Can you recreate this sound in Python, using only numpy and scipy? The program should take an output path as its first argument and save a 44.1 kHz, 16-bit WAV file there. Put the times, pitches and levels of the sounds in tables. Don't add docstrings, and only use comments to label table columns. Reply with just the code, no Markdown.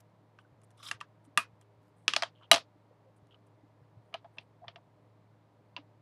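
import sys
import numpy as np
from scipy import signal
from scipy.fft import rfft, irfft
from scipy.io import wavfile
from scipy.ndimage import uniform_filter1d

SR = 44100
rng = np.random.default_rng(int(sys.argv[2]) if len(sys.argv) > 2 else 0)


def ratio(d):
    e = np.asarray(d, float) / 20
    return 10 ** e


def digitize_waveform(pressure):
    field = np.atleast_2d(pressure).T
    bounded = np.clip(field, -1, 1)
    quanta = np.round(bounded * 32767).astype(np.int16)
    wavfile.write(sys.argv[1], SR, quanta)


N = 265437
T = np.arange(N) / SR


def unit(x):
    return x / np.sqrt(np.mean(x ** 2))


def band(x, hz, width):
    return signal.lfilter(*signal.iirpeak(hz, hz / width, fs=SR), x)


def add(out, s, x):
    i = int(s * SR)
    out[i:i + len(x)] += x[:N - i]


def decay(t, t60):
    return np.exp(-np.log(1000) * t / t60)


def patches(spread_db, hold, smooth):
    steps = np.repeat(rng.standard_normal(N // hold + 1), hold)[:N]
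    return ratio(spread_db * uniform_filter1d(steps, size=smooth))


def grit(spread_db):
    return rng.standard_normal(N) * patches(spread_db, 40, 20)


# pitch_hz, level_db (per Hz)
FAN_AIR = [(25, -26), (55, -11.5), (85, -10.5), (150, 3.5), (220, -5), (300, -10.5), (600, -7.5),
           (1000, -9.5), (1500, -19), (2100, -21.5), (2600, -26.5), (4200, -30), (6000, -37.5),
           (16000, -46)]
# pitch_hz, width_hz, level_db
FAN_HUM = [(108.78, 5, -67), (300, 26, -76), (406.4, 4, -80.5), (495, 12, -80.5), (610.9, 21, -78),
           (950, 30, -83.5)]


def fan():
    hz, db = np.transpose(FAN_AIR)
    f = np.maximum(np.arange(N // 2 + 1) * SR / N, 1)
    colour = ratio(np.interp(np.log(f), np.log(hz), db))
    out = ratio(-68) * unit(irfft(rfft(rng.standard_normal(N)) * colour, N))
    for hz, width, db in FAN_HUM[1:]:
        out = out + ratio(db) * unit(band(rng.standard_normal(N), hz, width))
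    hz, width, db = FAN_HUM[0]
    waver = unit(band(rng.standard_normal(N), hz, width))
    return out + ratio(db) * (np.sqrt(2) * np.sin(2 * np.pi * hz * T) + .25 * waver)


# start_s, length_s, level_db
SKIN = [(.39, 0.036, -86.5), (.634, 0.0174, -70.5), (.772, 0.018, -74), (1.24, 0.033, -77.5),
        (1.964, 0.114, -85), (3.162, .025, -80.5), (3.464, 0.0125, -81), (4.051, 0.072, -94),
        (4.33, .13, -89.5)]
SLEEVE = [
    (0, 0.0147, -67.5),
    (1.608, 0.025, -83.5),
    (1.814, 0.102, -85.5),
]
SIDES = [(.80, 0.0113, -79.5), (2.351, 0.085, -73.5), (2.422, 0.0482, -65), (3.309, 0.0304, -66),
         (3.343, 0.019, -65), (.39, 0.0277, -71.5), (1.615, 0.0182, -75.5)]
COVER = [
    (.796, 0.0223, -62.5),
    (.872, .02, -58),
    (2.408, 0.044, -63),
    (3.339, 0.0295, -70),
]
PAD = [
    (4.146, 0.0142, -44),
    (4.245, 0.0235, -55.5),
    (4.374, 0.034, -62.5),
    (4.641, .02, -54.5),
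    (4.782, 0.0112, -59.5),
]
PAPER = [
    (2.891, 0.059, -67.5),
    (3.043, 0.064, -65),
]


def rubs():
    out, slips = np.zeros(N), grit(5.6)
    surfaces = [(SKIN, 8980, 2600), (SLEEVE, 2810, 15500), (SIDES, 3033, 545),
                (COVER, 1147, 370), (PAD, 811, 346), (PAPER, 512, 106)]
    for table, hz, width in surfaces:
        for s, length, db in table:
            piece = slips[int(s * SR):][:int(length * SR)]
            swell = np.sqrt(np.sin(np.pi * np.linspace(0, 1, len(piece)) ** 0.512))
            add(out, s, ratio(db) * unit(band(band(piece, hz, width), hz, width)) * swell)
    return out


def thump(blows, hz, t60, detune=0.011):
    out, t = np.zeros(N), T[:12000]
    for s, db in blows:
        tone = np.sin(2 * np.pi * hz * (1 + detune * rng.uniform(-1, 1)) * t)
        y = (1 - np.exp(-(t / .008) ** 2)) * decay(t, t60) * tone
        add(out, s, ratio(db) * y / np.abs(y).max())
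    return out


# start_s, level_db
WRIST = [(.52, -54), (.939, -53), (1.368, -54), (1.524, -54), (1.773, -58.5), (2.085, -65), (3.221, -54),
         (3.624, -64), (3.81, -53), (3.964, -49.5), (4.618, -59.5), (4.669, -53)]
PANEL = [(1.27, -53.5), (2.079, -50.5), (2.162, -55.5), (2.515, -45), (2.529, -39.5), (2.752, -59.5),
         (3.63, -56), (5.783, -51), (5.793, -67)]
HOLLOW = [
    (4.141, -44),
    (4.243, -44.5),
    (4.617, -51),
    (4.628, -45.5),
    (4.760, -51.5),
]
# blows (start_s, level_db), pitch_hz, ring_s
LATCH = [
    ([(1.379, -37)], 2480, .125),
    ([(1.379, -39)], 2570, .115),
]


def thuds():
    out = thump(WRIST, 114, .085) + thump(PANEL, 292, .07) + thump(HOLLOW, 685, 0.0426)
    out += thump([(2.525, -48.5)], 110, .17) + thump([(2.53, -66.5)], 84, .15)
    out += sum(thump(*tone) for tone in LATCH)
    out += thump([(5.764, -42), (1.011, -45)], 990, 0.0275)
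    return out + thump([(.385, -55), (.447, -64)], 1514, 0.02)


# start_s, level_db
SLIDE = [
    (0.766, -84),
    (.80, -60.5),
    (.822, -66.5),
    (.832, -53),
    (.885, -48),
    (.905, -53.5),
    (0.916, -54),
]
# pitch_hz, width_hz, level_db
RAIL_TONES = [
    [(1238, 380, 5), (2323, 350, -2.5), (3660, 1300, 4), (5065, 1940, -0.5)],
    [(6970, 3600, 15), (9030, 2600, 8.5), (11000, 1300, -13), (13400, 2500, -14.5)],
]


def slide():
    s, db = np.transpose(SLIDE)
    slips = grit(2.6)

    def rasp(tones):
        return unit(sum(ratio(g) * patches(2.5, 500, 300) * band(band(slips, hz, w), hz, w) for hz, w, g in tones))

    wall, edge = rasp(RAIL_TONES[0]), rasp(RAIL_TONES[1])
    treble_db = -6.5 + 0.33 * (np.interp(T, s, db) - max(db))
    return ratio(np.interp(T, s, db, -160, -160)) * (wall + ratio(treble_db) * edge)


def ring(modes, low_hz, high_hz, minor, echo_db, echo_t60, push, chance, noise, shut_s):
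    detune, scatter_db, chatter, tint = 0.025, 3.0, 0.14, 1.6
    hz, db, t60 = np.transpose(modes)[:, :, None]
    t = T[:8192]
    blow = chatter * push * noise[0]
    blow[8] += 1
    loudest_hz = hz[db.argmax(), 0]
    hz = hz * (1 + detune * chance[0, :len(hz), None])
    gain = ratio(db + scatter_db * chance[1, :len(hz), None])
    body = (gain * decay(t, t60) * np.sin(2 * np.pi * hz * t)).sum(axis=0)
    echo = noise[2] + tint * band(noise[2], loudest_hz, loudest_hz * .3)
    edges = signal.butter(3, [low_hz, high_hz], "band", fs=SR, output="sos")
    struck = signal.fftconvolve(body, blow)[:len(t)]
    main, crowd, echo = signal.sosfilt(edges, [struck, push * noise[1], echo])
    y = main / np.abs(main).max() + minor * crowd / np.abs(crowd).max()
    fade = (1 - np.exp(-t / 0.0018)) * decay(t, echo_t60) * np.exp(-(t / shut_s) ** 5)
    return y / np.abs(y).max() + ratio(echo_db) * unit(echo) * fade


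# pitch_hz, level_db, ring_s (time to fall 60 dB)
DESK = [(110, 2, 0.043), (160, -2.5, 0.023), (250, -3.5, 0.047), (393.3, -1.5, 0.06)]
TRAY = [(600, -12, 0.035), (676.94, 4.5, 0.048), (834, -6, .03)]
LID = [(996, -10.5, .02), (1224.7, 1, 0.027), (1338.8, -7.5, 0.01), (1670, -3.5, 0.018), (1836, -5.5, .015)]
WALL = [(2180, -11, 0.0038), (2590, 1, .014), (2870, 1, 0.034), (3140, 2.5, 0.02), (3440, 3, 0.021),
        (4074, -5.5, .008), (4730, -10, .008), (5100, -1.5, 0.01)]
EDGE = [(5910, 4, .004), (6860, 0, .004), (7390, -1.5, 0.012), (8080, -1.5, 0.012), (9253, 5, 0.006),
        (10440, -9, 0.008), (12300, -11.5, .003), (13700, -17, .003)]


def knocks(table, tray_db, lid_db, edge_db, desk_db, dulling, contact_ms, top_hz, free):
    parts = [(TRAY, 560, 950, 0.66, -21, 0.17), (LID, 980, 1900, 0.71, -22, 0.17),
             (WALL, 2000, 5500, 0.65, -26.5, 0.18), (EDGE, 5600, 11500, 2.1, -24.5, 0.13),
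             (DESK, 150, 520, 0.4, -11, .2)]
    out, u = np.zeros(N), T[:8192] / (contact_ms / 1000)
    push = (1 - np.exp(-u / .1)) * np.exp(-u)
    hardest_db = max(row[1] for row in table)
    for s, wall_db, face_hz in table:
        noise, chance = rng.standard_normal((3, 8192)), rng.standard_normal((5, 2, 9))
        dull_db = dulling * (hardest_db - wall_db)
        share_db = tray_db + dull_db, lid_db + dull_db, 0, edge_db - dull_db, desk_db
        shut_s = max(.13 + .0027 * (wall_db + max(share_db)), .028)
        for (modes, *room), db, c in zip(parts, share_db, chance):
            face = [(face_hz, 10.5, .018)] if modes is WALL else []
            held = [(hz, g, t60 * free) for hz, g, t60 in modes + face]
            part_shut_s = shut_s * (.82 if modes is EDGE else 1)
            add(out, s, ratio(wall_db + db) * ring(held, *room, push, c, noise, part_shut_s))
    return signal.sosfilt(signal.butter(3, top_hz, fs=SR, output="sos"), out)


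# start_s, level_db (peak of the walls), pitch_hz (struck face)
NAIL = [(.616, -68, 2880), (.6344, -68.5, 2380), (.7054, -66, 3460), (.7124, -69, 4010),
        (1.2502, -67.5, 3300), (1.6124, -60, 2420), (3.2694, -72, 4120), (3.4694, -76, 2720),
        (4.1405, -55.5, 3150)]


def nails():
    return knocks(NAIL, tray_db=-10.5, lid_db=-1, edge_db=5.5, desk_db=-31.5, dulling=0.123,
                  contact_ms=2.18, top_hz=11800, free=1)


RAIL = [
    (.7776, -62, 3580),
    (.829, -45, 4070),
    (.8861, -35.5, 3970),
    (1.004, -44.5, 3020),
]
CLICK = [
    (.9126, -23.5, 2837),
    (1.0108, -35.5, 2715),
]


def rail_knocks():
    catches = knocks(RAIL, tray_db=-39.5, lid_db=-19, edge_db=-8, desk_db=-41, dulling=.05,
                     contact_ms=4.2, top_hz=8100, free=.9)
    return catches + knocks(CLICK, tray_db=-28, lid_db=0.05, edge_db=-5.5, desk_db=-28.5, dulling=0.413,
                            contact_ms=2.71, top_hz=9100, free=1)


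TAP = [
    (4.1405, -25.5, 3191),
    (4.6813, -31, 3139),
    (4.7586, -40.5, 2810),
]
TOUCH = [(4.127, -57.5, 2540), (4.148, -48.5, 2600), (4.245, -57, 3280), (4.371, -59, 3000),
         (4.672, -62.5, 3220), (5.775, -48.5, 2700)]
SLAP = [
    (4.3839, -29.5, 2580),
    (5.7643, -27, 2664),
]


def stamp():
    taps = knocks(TAP, tray_db=-15.5, lid_db=-11, edge_db=-26.5, desk_db=-33.5, dulling=0.334,
                  contact_ms=2.89, top_hz=4430, free=1.18)
    touches = knocks(TOUCH, tray_db=2.76, lid_db=3.1, edge_db=-32.5, desk_db=-34, dulling=-0.13,
                     contact_ms=6.2, top_hz=3300, free=0.87)
    return taps + touches + knocks(SLAP, tray_db=-23, lid_db=-19, edge_db=-34, desk_db=-31, dulling=.2,
                                   contact_ms=2.15, top_hz=4360, free=1.1)


SNAP = [
    (1.3744, -12, 2637),
]
FLIP = [
    (.388, -51, 2600),
    (2.0797, -8, 2909),
    (2.1357, -16.5, 2820),
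]
SEAT = [
    (2.163, -12, 4560),
    (2.2226, -18.5, 3910),
    (2.2328, -22, 3080),
]


def lid_knocks():
    snap = knocks(SNAP, tray_db=-22, lid_db=0.3, edge_db=-3.5, desk_db=-30, dulling=.2,
                  contact_ms=2.4, top_hz=14000, free=1.7)
    flip = knocks(FLIP, tray_db=-35.5, lid_db=-9.5, edge_db=-10.5, desk_db=-32, dulling=0.235,
                  contact_ms=1.82, top_hz=8300, free=0.922)
    return snap + flip + knocks(SEAT, tray_db=-12, lid_db=-8, edge_db=-11.5, desk_db=-36, dulling=0.435,
                                contact_ms=2.565, top_hz=8740, free=0.574)


DROP = [
    (2.5142, 0.00533, 4040),
]
BOUNCE = [
    (2.531, -15.5, 3220),
    (2.541, -14, 4027),
    (2.547, -16.5, 2668),
    (2.560, -20, 2906),
    (2.569, -28.5, 3170),
    (2.579, -32.5, 2490),
]


def drop():
    hit = knocks(DROP, tray_db=-12.5, lid_db=-12.5, edge_db=-6.5, desk_db=-30, dulling=.15,
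                 contact_ms=2.6, top_hz=18000, free=1.3)
    return hit + knocks(BOUNCE, tray_db=-11, lid_db=-9.5, edge_db=-6.5, desk_db=-29, dulling=.3,
                        contact_ms=2.6, top_hz=7500, free=.7)


def scene():
    handling = rubs() + thuds() + slide()
    hard_knocks = nails() + rail_knocks() + stamp() + lid_knocks() + drop()
    return (fan() + handling + hard_knocks)[None]


def band_limit(x):
    return signal.sosfilt(signal.butter(12, 16460, fs=SR, output="sos"), x)


def record(dry):
    rounded = np.tanh(1.1056 * dry) / 1.1042
    x = signal.sosfilt(signal.butter(2, 45, "high", fs=SR, output="sos"), rounded)
    x = signal.sosfilt(signal.butter(6, 14300, fs=SR, output="sos"), x)
    return band_limit(x)


dry = scene()
out = record(dry)
digitize_waveform(out)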